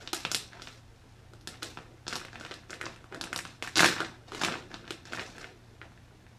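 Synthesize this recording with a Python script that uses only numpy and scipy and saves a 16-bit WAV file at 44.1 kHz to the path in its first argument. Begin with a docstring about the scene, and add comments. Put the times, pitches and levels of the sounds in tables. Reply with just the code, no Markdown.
"""A stiff plastic pouch is handled near the carpet of a small quiet room, an appliance humming faintly throughout.
Creases in the film snap over one by one, each with a pitch of its own, over a finer crackle: a quick burst
in the first 0.7 s, a lull, a few snaps around 1.5 s, then busier handling from 2.1 s. The densest, loudest
squeeze comes at 3.75 s and another flurry at 4.4 s; the snaps thin out and end near 6 s.
Panels and walls are decaying sines, the crackle rings random clicks; floor, walls and ceiling answer."""
import sys
import numpy as np
from scipy import signal
from scipy.fft import rfft, irfft
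from scipy.io import wavfile

SR = 44100
rng = np.random.default_rng(int(sys.argv[2]) if len(sys.argv) > 2 else 0)


def voltage_ratio(level):
    """Linear amplitude factor for a level in decibels (scalar or array-like)."""
    return 10 ** (np.asarray(level, float) / 20)


def inscribe(sig):
    """Save sig as 16-bit PCM at rate SR to the path in sys.argv[1].

    A 1-D sig is mono; a 2-D sig holds one channel per row.
    Samples are clipped to [-1, 1] before scaling.
    """
    pcm = np.round(np.clip(np.atleast_2d(sig).T, -1, 1) * 32767)
    wavfile.write(sys.argv[1], SR, pcm.astype(np.int16))


N = 281446


def rms_one(x):
    """Scale to rms 1."""
    return x / np.sqrt(np.mean(x ** 2) + 1e-20)


def at_hz(points, hz, column=1):
    """Read a table on a log-frequency axis."""
    table = np.array(points)
    return np.interp(np.log(hz), np.log(table[:, 0]), table[:, column])


def filtered(x, hz, kind="low", order=2):
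    """Butterworth filter: gentle roll-off beyond the corner frequency."""
    return signal.sosfilt(signal.butter(order, hz, kind, fs=SR, output="sos"), x)


# colour of the steady air and preamplifier noise: pitch_hz, relative level_db (per Hz)
ROOM_TONE = [(15, -27), (25, -4), (135, -8.5), (167, -14.5), (257, -15.5), (373, -26.5), (790, -22),
             (1210, -26), (2070, -29), (3180, -32.5), (15000, -44)]
ROOM_TONE_DB = -58  # rms


def room_tone():
    """Steady air and preamplifier noise: white noise coloured in the spectrum."""
    hz = np.maximum(np.fft.rfftfreq(N, 1 / SR), 1)
    spectrum = rfft(rng.standard_normal(N)) * voltage_ratio(at_hz(ROOM_TONE, hz))
    return voltage_ratio(ROOM_TONE_DB) * rms_one(irfft(spectrum, N))


# tones of the appliance: pitch_hz, level_db (rms, before the waver), waver_hz (new random values per second)
HUM = [(116, -59, 12), (85.8, -64.5, 6.5)]


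def hum():
    """Low appliance tones whose strength and phase waver a little."""
    out, t = 0, np.arange(N) / SR
    for hz, level_db, waver_hz in HUM:
        steps = rng.standard_normal(200)
        waver = np.interp(t * waver_hz, np.arange(len(steps)), steps)
        tone = np.sin(2 * np.pi * hz * t + .7 * waver)
        out = out + np.sqrt(2) * voltage_ratio(level_db + .8 * waver) * tone
    return out


# squeezes of the fingers: start_s, hold_s (counted from the start), crackle_db (fine crackle),
# dull_db (tilt towards low pitches, per two octaves), rumble_db (bag walls)
SQUEEZES = [(0.0, 0.005, -51, 1, -60), (0.132, 0.033, -44.5, -6.5, -58), (0.242, .16, -52, -5, -57),
            (0.509, 0.082, -57, 8, -60), (0.598, 0.11, -56, -5.5, -68), (1.47, 0.059, -55, 1.5, -60),
            (1.618, 0.037, -48.5, -7.5, -51.5), (1.771, .03, -58, 10, -53), (2.084, 0.096, -49.5, -4, -59),
            (2.196, .05, -60, 12, -74), (2.307, 0.24, -56.5, 4, -58.5), (2.685, 0.054, -57, -2, -55),
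            (2.793, 0.12, -53.5, 6.5, -59.5), (3.108, 0.059, -57, 11.5, -50.5),
            (3.207, 0.11, -56.5, 8.5, -56.5), (3.44, 0.034, -53, -2, -62), (3.625, 0.031, -48.5, -6, -76),
            (3.753, 0.094, -31, -7.5, -39.5), (3.96, 0.071, -44.5, 9.5, -56), (4.264, 0.081, -56.5, 1, -62),
            (4.318, 0.084, -47, -1, -49), (4.404, 0.043, -35.5, 0.5, -52), (4.445, 0.087, -46.5, 3, -44.5),
            (4.695, 0.083, -57, 5, -56.5), (4.86, 0.065, -54, 4, -59), (5.044, 0.061, -55.5, 1, -61),
            (5.117, 0.025, -45, -5, -52), (5.178, 0.045, -47, 1.5, -54), (5.265, 0.093, -59, 1, -60),
            (5.346, 0.037, -54.5, -3, -62), (5.407, 0.01, -51, 3.5, -51.5), (5.815, 0.018, -61.5, 11, -68)]
SQUEEZE_ATTACK_S, ATTACK_SHARE_OF_HOLD = 0.0031, 0.14  # long squeezes build slowly
SQUEEZE_RELEASE_DB_PER_S, RUMBLE_RELEASE_DB_PER_S = 159, 99
# the pouch merely held
HELD_CRACKLE_DB, HELD_DULL_DB, HELD_RUMBLE_DB = -70.5, 1.5, -66.5


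def handling():
    """Squeezes swell, hold and let go; returns crackle dB, dullness dB and rumble dB in time."""
    t = np.arange(0, N + 64, 64) / SR
    start, hold, crackle_db, dull_db, rumble_db = np.array(SQUEEZES).T[:, :, None]
    swell = np.clip((t - start) / (SQUEEZE_ATTACK_S + ATTACK_SHARE_OF_HOLD * hold), 0, 1)
    after = np.maximum(t - start - hold, 0)
    # powers, so that overlapping squeezes add
    fine = (swell * voltage_ratio(crackle_db - SQUEEZE_RELEASE_DB_PER_S * after)) ** 2
    low = (swell * voltage_ratio(rumble_db - RUMBLE_RELEASE_DB_PER_S * after)) ** 2
    held = voltage_ratio(HELD_CRACKLE_DB) ** 2
    total = fine.sum(axis=0) + held
    # the strongest squeeze of the moment weighs most in the dullness
    dull = ((fine * dull_db).sum(axis=0) + held * HELD_DULL_DB) / total
    rumble = low.sum(axis=0) + voltage_ratio(HELD_RUMBLE_DB) ** 2
    curves = (10 * np.log10(total), dull, 10 * np.log10(rumble))
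    return [np.interp(np.arange(N) / SR, t, curve) for curve in curves]


def ring(clicks, hz, t60):
    """A unit click sets a sine of height 1 ringing; it falls 60 dB in t60 seconds."""
    r, w = voltage_ratio(-60 / (t60 * SR)), 2 * np.pi * hz / SR
    return signal.lfilter([0, np.sin(w)], [1, -2 * r * np.cos(w), r * r], clicks + 1e-18)


def grains(per_s, spread_db, pitches, cycles):
    """Random clumped clicks, dealt to resonators; rms 1 each."""
    clumps = np.repeat(rng.standard_normal(N // 256 + 1), 256)[:N]
    born = rng.random(N) < per_s * voltage_ratio(4.0 * clumps) / SR
    sizes = voltage_ratio(spread_db * np.minimum(rng.exponential(1, N), 4)) * rng.choice([-1, 1], N)
    dealt = rng.integers(0, len(pitches), N)
    return [rms_one(ring(sizes * born * (dealt == k), hz, cycles / hz)) for k, hz in enumerate(pitches)]


# colour of the fine crackle of the film: pitch_hz, relative level_db
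FILM = [(600, 8), (1000, -8.5), (1500, 3), (2400, -5), (4100, -4.5), (6000, -4), (9000, -34), (15000, -19)]
# typical rates, which the clumps raise and lower
CRACKLE_PER_S, CRACKLE_SPREAD_DB = 2200, 2.5
RUMBLE_PER_S, RUMBLE_HZ = 400, (235, 290, 345, 428, 580)


def crackle():
    """Small creases give way all the time; the large walls of the bag flex and rumble."""
    level_db, dull_db, rumble_db = handling()
    pitches, fine = np.geomspace(700, 14000, num=14), 0
    for hz, grain in zip(pitches, grains(CRACKLE_PER_S, CRACKLE_SPREAD_DB, pitches, cycles=5.0)):
        # a duller grip favours the large slow creases
        tilt_db = dull_db * np.log2(2500 / hz) / 2
        # the bands widen with pitch, and their level with them
        width_db = 10 * np.log10(hz / 1800)
        fine = fine + grain * voltage_ratio(at_hz(FILM, hz) + width_db + tilt_db)
    fine = filtered(fine, 600, "high")
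    rumble = sum(grains(RUMBLE_PER_S, 2.2, RUMBLE_HZ, cycles=4.0))
    rumble = rms_one(filtered(rumble, 700))
    return rms_one(fine) * voltage_ratio(level_db) + rumble * voltage_ratio(rumble_db)


def flip(hz, cycles, t):
    """A sine that swells within half a turn and dies, losing 60 dB in the given cycles."""
    turns = hz * t
    swell = (1 - np.exp(-turns / .3)) ** 2
    return 2 * np.sin(2 * np.pi * turns) * swell * voltage_ratio(-60 * (turns - .5) / cycles)


# small creases that snap by chance; OVER is the peak above the crackle, give or take SPREAD
SMALL_SNAPS, SMALL_OVER_DB, SMALL_SPREAD_DB = 60, 9.5, 6
SMALL_HZ, SMALL_MOUTH_DB, SMALL_TICK_DB = (1900, 4500), -3, -10  # mouth and tick: middle of a 20 dB range


def small_snaps():
    """Rows like those of the louder creases, at random moments, as strong as the squeeze of the moment."""
    when, size, pitch, mouth, tick = rng.random((SMALL_SNAPS, 5)).T
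    crackle_db = handling()[0][(when * N).astype(int)]
    peak_db = crackle_db + SMALL_OVER_DB + SMALL_SPREAD_DB * 2 * (size - .5)
    # squaring favours the low pitches
    hz = SMALL_HZ[0] * (SMALL_HZ[1] / SMALL_HZ[0]) ** (pitch ** 2)
    mouth_db = SMALL_MOUTH_DB + 20 * (mouth - .5)
    tick_db = SMALL_TICK_DB + 20 * (tick - .5)
    return np.transpose([when * N / SR, peak_db, hz, mouth_db, tick_db])


# the louder creases snapping over: start_s, level_db (panel peak, before the room), pitch_hz (panel),
# mouth_db (puff through the pouch mouth, relative to the panel), tick_db (relative to the panel)
SNAPS = [(0.075, -22, 3420, -18.5, -35), (0.131, -9.5, 5860, -17.5, 1.5), (0.1338, -17, 3740, -8.5, -12),
         (0.145, -31.5, 5140, -23, 15), (0.2507, -14.5, 2580, -9.5, -12), (0.3158, -8, 6240, -21, -2),
         (0.3467, -5.5, 4380, -33.5, 0.5), (0.5238, -46, 1920, -4, -17), (0.5319, -38.5, 3230, -1, -17),
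         (0.5969, -40.5, 3180, 3, -10), (0.6202, -25, 4360, -18.5, -5), (0.6729, -28, 2680, -10.5, -34),
         (1.335, -42.5, 3640, -3, 0), (1.4112, -38, 5300, -24, -2), (1.4737, -20, 4000, -14.5, 1.5),
         (1.6246, -33.5, 2700, 3.5, -21), (1.6297, -18, 4100, -18, -0.5), (1.7729, -29.5, 2200, -0.5, -15),
         (1.787, -38.5, 2020, -3, -8), (2.0672, -29, 3620, -5, -25), (2.0802, -16.5, 5130, -13.5, -42),
         (2.1221, -47, 2450, -10, -19), (2.127, -23.5, 1970, -10, -2), (2.1314, -19.5, 4500, -9, -16),
         (2.1555, -13, 5200, -15.5, -2.5), (2.1635, -25.5, 3680, -7, 3), (2.2144, -40.5, 1910, 5.5, -10),
         (2.2497, -31.5, 2150, -12, -23), (2.2837, -38, 1890, -8, -17), (2.3307, -37.5, 4340, 0, -14),
         (2.3567, -30, 2120, -9.5, -14), (2.3988, -33, 6160, -8, -18), (2.4104, -32.5, 2750, -3, -4),
         (2.45, -28.5, 2570, -8, -10), (2.4629, -37, 1913, -4, -3), (2.5114, -29, 3500, -2.5, -25),
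         (2.5165, -27, 2650, -20, -13), (2.54, -27, 4140, -28, -5), (2.7055, -24, 6030, -14.5, -28),
         (2.7305, -31, 1890, -6, -9), (2.74, -30.5, 3510, -20, -4), (2.8128, -28, 2030, 0.5, 0),
         (2.8391, -38, 1910, 4.5, -22), (2.856, -21.5, 5040, -12, -10), (2.8651, -27, 1980, -3.5, -13),
         (2.961, -40.5, 2100, -14, -1), (3.042, -45.5, 2100, 5, -1), (3.1245, -38.5, 2100, 4, -9),
         (3.1457, -31, 3500, 0.5, -2), (3.2119, -15.5, 4310, -13.5, -4.5), (3.2395, -25.5, 2410, -9, 1.5),
         (3.3295, -22, 1910, -8, 0), (3.361, -11.5, 4940, -17, -0.5), (3.3766, -27.5, 7900, -11, 8.5),
         (3.3897, -22.5, 1930, -35, 2), (3.452, -27.5, 2580, -3.5, -8), (3.6245, -19, 2206, -8.5, -5),
         (3.675, -25.5, 1840, -13, -1.5), (3.7572, -11.5, 4260, -25, -35), (3.7721, -9.5, 4330, -10, -1),
         (3.7816, -6.5, 3900, -18, -11), (3.7937, -8, 1910, -25, -5), (3.8034, -20, 2180, -2, 1),
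         (3.8052, -7.5, 3260, -3, -1), (3.8243, -15.5, 2200, -19, -12), (3.8315, -17.5, 1970, 8.5, -26),
         (3.845, -6.5, 1910, -25, -6), (3.8576, -20.5, 2000, 5.5, 1), (3.8602, -8.5, 4000, -17, -0.5),
         (3.8872, -20, 3040, -1, -10), (3.9252, -35, 1920, 8, -22), (3.9641, -35.5, 2000, 7.5, -15),
         (3.9822, -26.5, 2090, -13, -14), (3.9977, -34, 1990, 3, -6), (4.0039, -19.5, 2860, 0, -7),
         (4.048, -27, 3920, -14, -29), (4.3197, -33, 2910, 2.5, -5), (4.3479, -28, 2612, -3, -2),
         (4.4148, -24.5, 2563, 3, -20), (4.4168, -30.5, 2870, -4.5, -18), (4.4355, -13.5, 2580, -6, -14),
         (4.448, -13.5, 2470, -29, -3.5), (4.475, -32, 2620, -15, -13), (4.4911, -38, 3040, -12, -25),
         (4.5155, -33, 3860, -7, -22), (4.5234, -23.5, 2850, -15, -23), (4.5408, -28.5, 1900, -5, -18),
         (4.5544, -27.5, 2000, -3.5, -27), (4.624, -38, 2630, -15, -20), (4.715, -46.5, 4640, 9, -28),
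         (4.7421, -25, 3600, -7, -35), (4.8425, -49.5, 1890, 2, -18), (4.8531, -42, 2970, -10, -20),
         (4.8783, -33, 2830, -7, -17), (4.9067, -21, 2870, -12, -4), (5.054, -32.5, 5300, -8.5, -22),
         (5.1231, -28.5, 2750, -5.5, -15), (5.1332, -27.5, 1936, -3, -2), (5.1471, -32, 2750, -1, -10),
         (5.1739, -40.5, 1970, 11, -12), (5.195, -25, 2830, -3, -36), (5.3818, -40, 1930, 1, 6),
         (5.3966, -40.5, 3930, -4, -7), (5.4296, -38, 2230, -10, -20), (5.4433, -29, 2100, -19, -22),
         (5.8153, -34.5, 2000, -3.5, -36), (5.976, -58, 1940, 10, -23)]
# air and walls of the pouch, set ringing by every snap: pitch_hz, relative level_db, t60_s
POUCH = [(184, -11, 0.21), (353, 5, 0.02), (532, 6, 0.015), (840, -24.5, 0.0012)]
PANEL_CYCLES, TICK_HZ, TICK_TOP_HZ = 3.13, 4900, 11130
MOUTH_HZ, MOUTH_CYCLES = 1500, 5.5  # middle pitch of the opening
# the knock on the pouch follows the puff: share of the puff's relative level, offset
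THUMP_FOLLOWS, THUMP_DB = 0.77, -13.5


def snaps():
    """Each crease flips a small panel, puffs air through the mouth, ticks, and knocks the pouch."""
    start, peak_db, hz, mouth_db, tick_db = np.vstack([SNAPS, small_snaps()]).T[:, :, None]
    thump_db = THUMP_FOLLOWS * mouth_db + THUMP_DB
    at = np.floor(start * SR).astype(int)
    chance = rng.standard_normal((len(start), 8))
    t = np.arange(600) / SR
    panel = flip(hz, PANEL_CYCLES, t)
    # the opening changes shape with the grip, and its pitch with it
    mouth = voltage_ratio(mouth_db) * flip(MOUTH_HZ * voltage_ratio(1.4 * chance[:, :1]), MOUTH_CYCLES, t)
    # the crease itself cracks: a bare click, treble only
    tick = voltage_ratio(tick_db) * filtered(3.31 * (t == 0), [TICK_HZ, TICK_TOP_HZ], "band")
    # a panel flips inwards or outwards
    push = np.sign(chance[:, 2:3]) * voltage_ratio(peak_db)
    out = np.zeros(N + len(t))
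    np.add.at(out, at + np.arange(len(t)), push * (panel + mouth + tick))
    knocks = 0
    for k, (mode_hz, mode_db, t60) in enumerate(POUCH):
        blows = np.zeros(N)
        # every blow lands a little differently on each mode
        blows[at[:, 0]] = (push * voltage_ratio(thump_db))[:, 0] * voltage_ratio(mode_db + 3.0 * chance[:, 3 + k])
        knocks = knocks + ring(blows, mode_hz, t60)
    # the knock is soft
    return out[:N] + filtered(knocks, 900)


# first reflections: delay_s, level_db, smear_s (fall to 1/e)
ECHOES = [(.001, -4.5, 0.0011), (.0045, -8, 0.00097), (.0078, -18, 0.00073), (0.0145, -12, 0.00075),
          (0.019, -14, 0.0015), (0.025, -19, 0.0057)]
# diffuse tail of the room: pitch_hz, t60_s, level_db
TAIL = [(233, 0.48, 3.5), (500, 0.23, 5.5), (1040, 0.41, -1), (2000, 0.28, 3.5), (3960, 0.34, 3.5),
        (7660, 0.26, 3.5), (12300, 0.24, -0.5)]
TAIL_RISE_S = 0.0025


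def reflections():
    """A few smeared early reflections, then a noise tail that dies band by band."""
    t = np.arange(SR // 2) / SR
    response, white = np.zeros(len(t)), rng.standard_normal((2, len(t)))
    for delay, level_db, smear in ECHOES:
        burst = white[0] * np.exp(-np.maximum(t - delay, 0) / smear) * (t >= delay)
        response += voltage_ratio(level_db) * burst / np.sqrt(np.sum(burst ** 2))
    edges = 100 * 2 ** np.arange(0, 7.6, .5)  # half octaves
    for low, high in zip(edges, edges[1:]):
        hz = np.sqrt(low * high)
        band = filtered(white[1], [low, high], "band")
        shape = voltage_ratio(-60 * t / at_hz(TAIL, hz)) * (1 - np.exp(-t / TAIL_RISE_S))
        response += voltage_ratio(at_hz(TAIL, hz, column=2)) * band * shape / np.sqrt(np.sum(shape ** 2))
    return response


# hands shade the direct treble: above SHADOW_HZ only a share of SHADOW_DB gets by
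SHADOW_HZ, SHADOW_DB = 7300, -24
PLACES, PLACE_S = 6, .05  # places taken in turn, and the stay at each


def room(dry):
    """The sound leaves the pouch from places in turn, each with its own paths through the room."""
    place = (np.arange(N) / SR / PLACE_S).astype(int) % PLACES
    wet = sum(signal.fftconvolve(dry * (place == k), reflections())[:N] for k in range(PLACES))
    shaded = filtered(dry, SHADOW_HZ, order=6)
    return shaded + voltage_ratio(SHADOW_DB) * dry + wet


RADIATES_ABOVE_HZ = 152


def scene():
    """Pouch in the room, over the quiet background."""
    # a small object radiates no deep bass
    pouch = filtered(snaps() + crackle(), RADIATES_ABOVE_HZ, "high")
    return (room(pouch) + room_tone() + hum())[None]


def low_pass(x):
    """Removes everything above the highest recorded frequency."""
    return signal.sosfilt(signal.butter(12, 16510, fs=SR, output="sos"), x)


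SOFT_HZ = 11650  # the microphone's treble softens above
TOP_HZ = 15500  # nearly nothing is heard beyond


def record(dry):
    """A small microphone whose treble rolls off gently; the finished mix also ends steeply at the top."""
    soft = filtered(dry, SOFT_HZ)
    # a steep low-pass: the stop band, 35 dB down, begins just above the top
    cut = signal.sosfilt(signal.cheby2(10, 35, TOP_HZ + 300, fs=SR, output="sos"), soft)
    return low_pass(cut)


dry = scene()
out = record(dry)
inscribe(out)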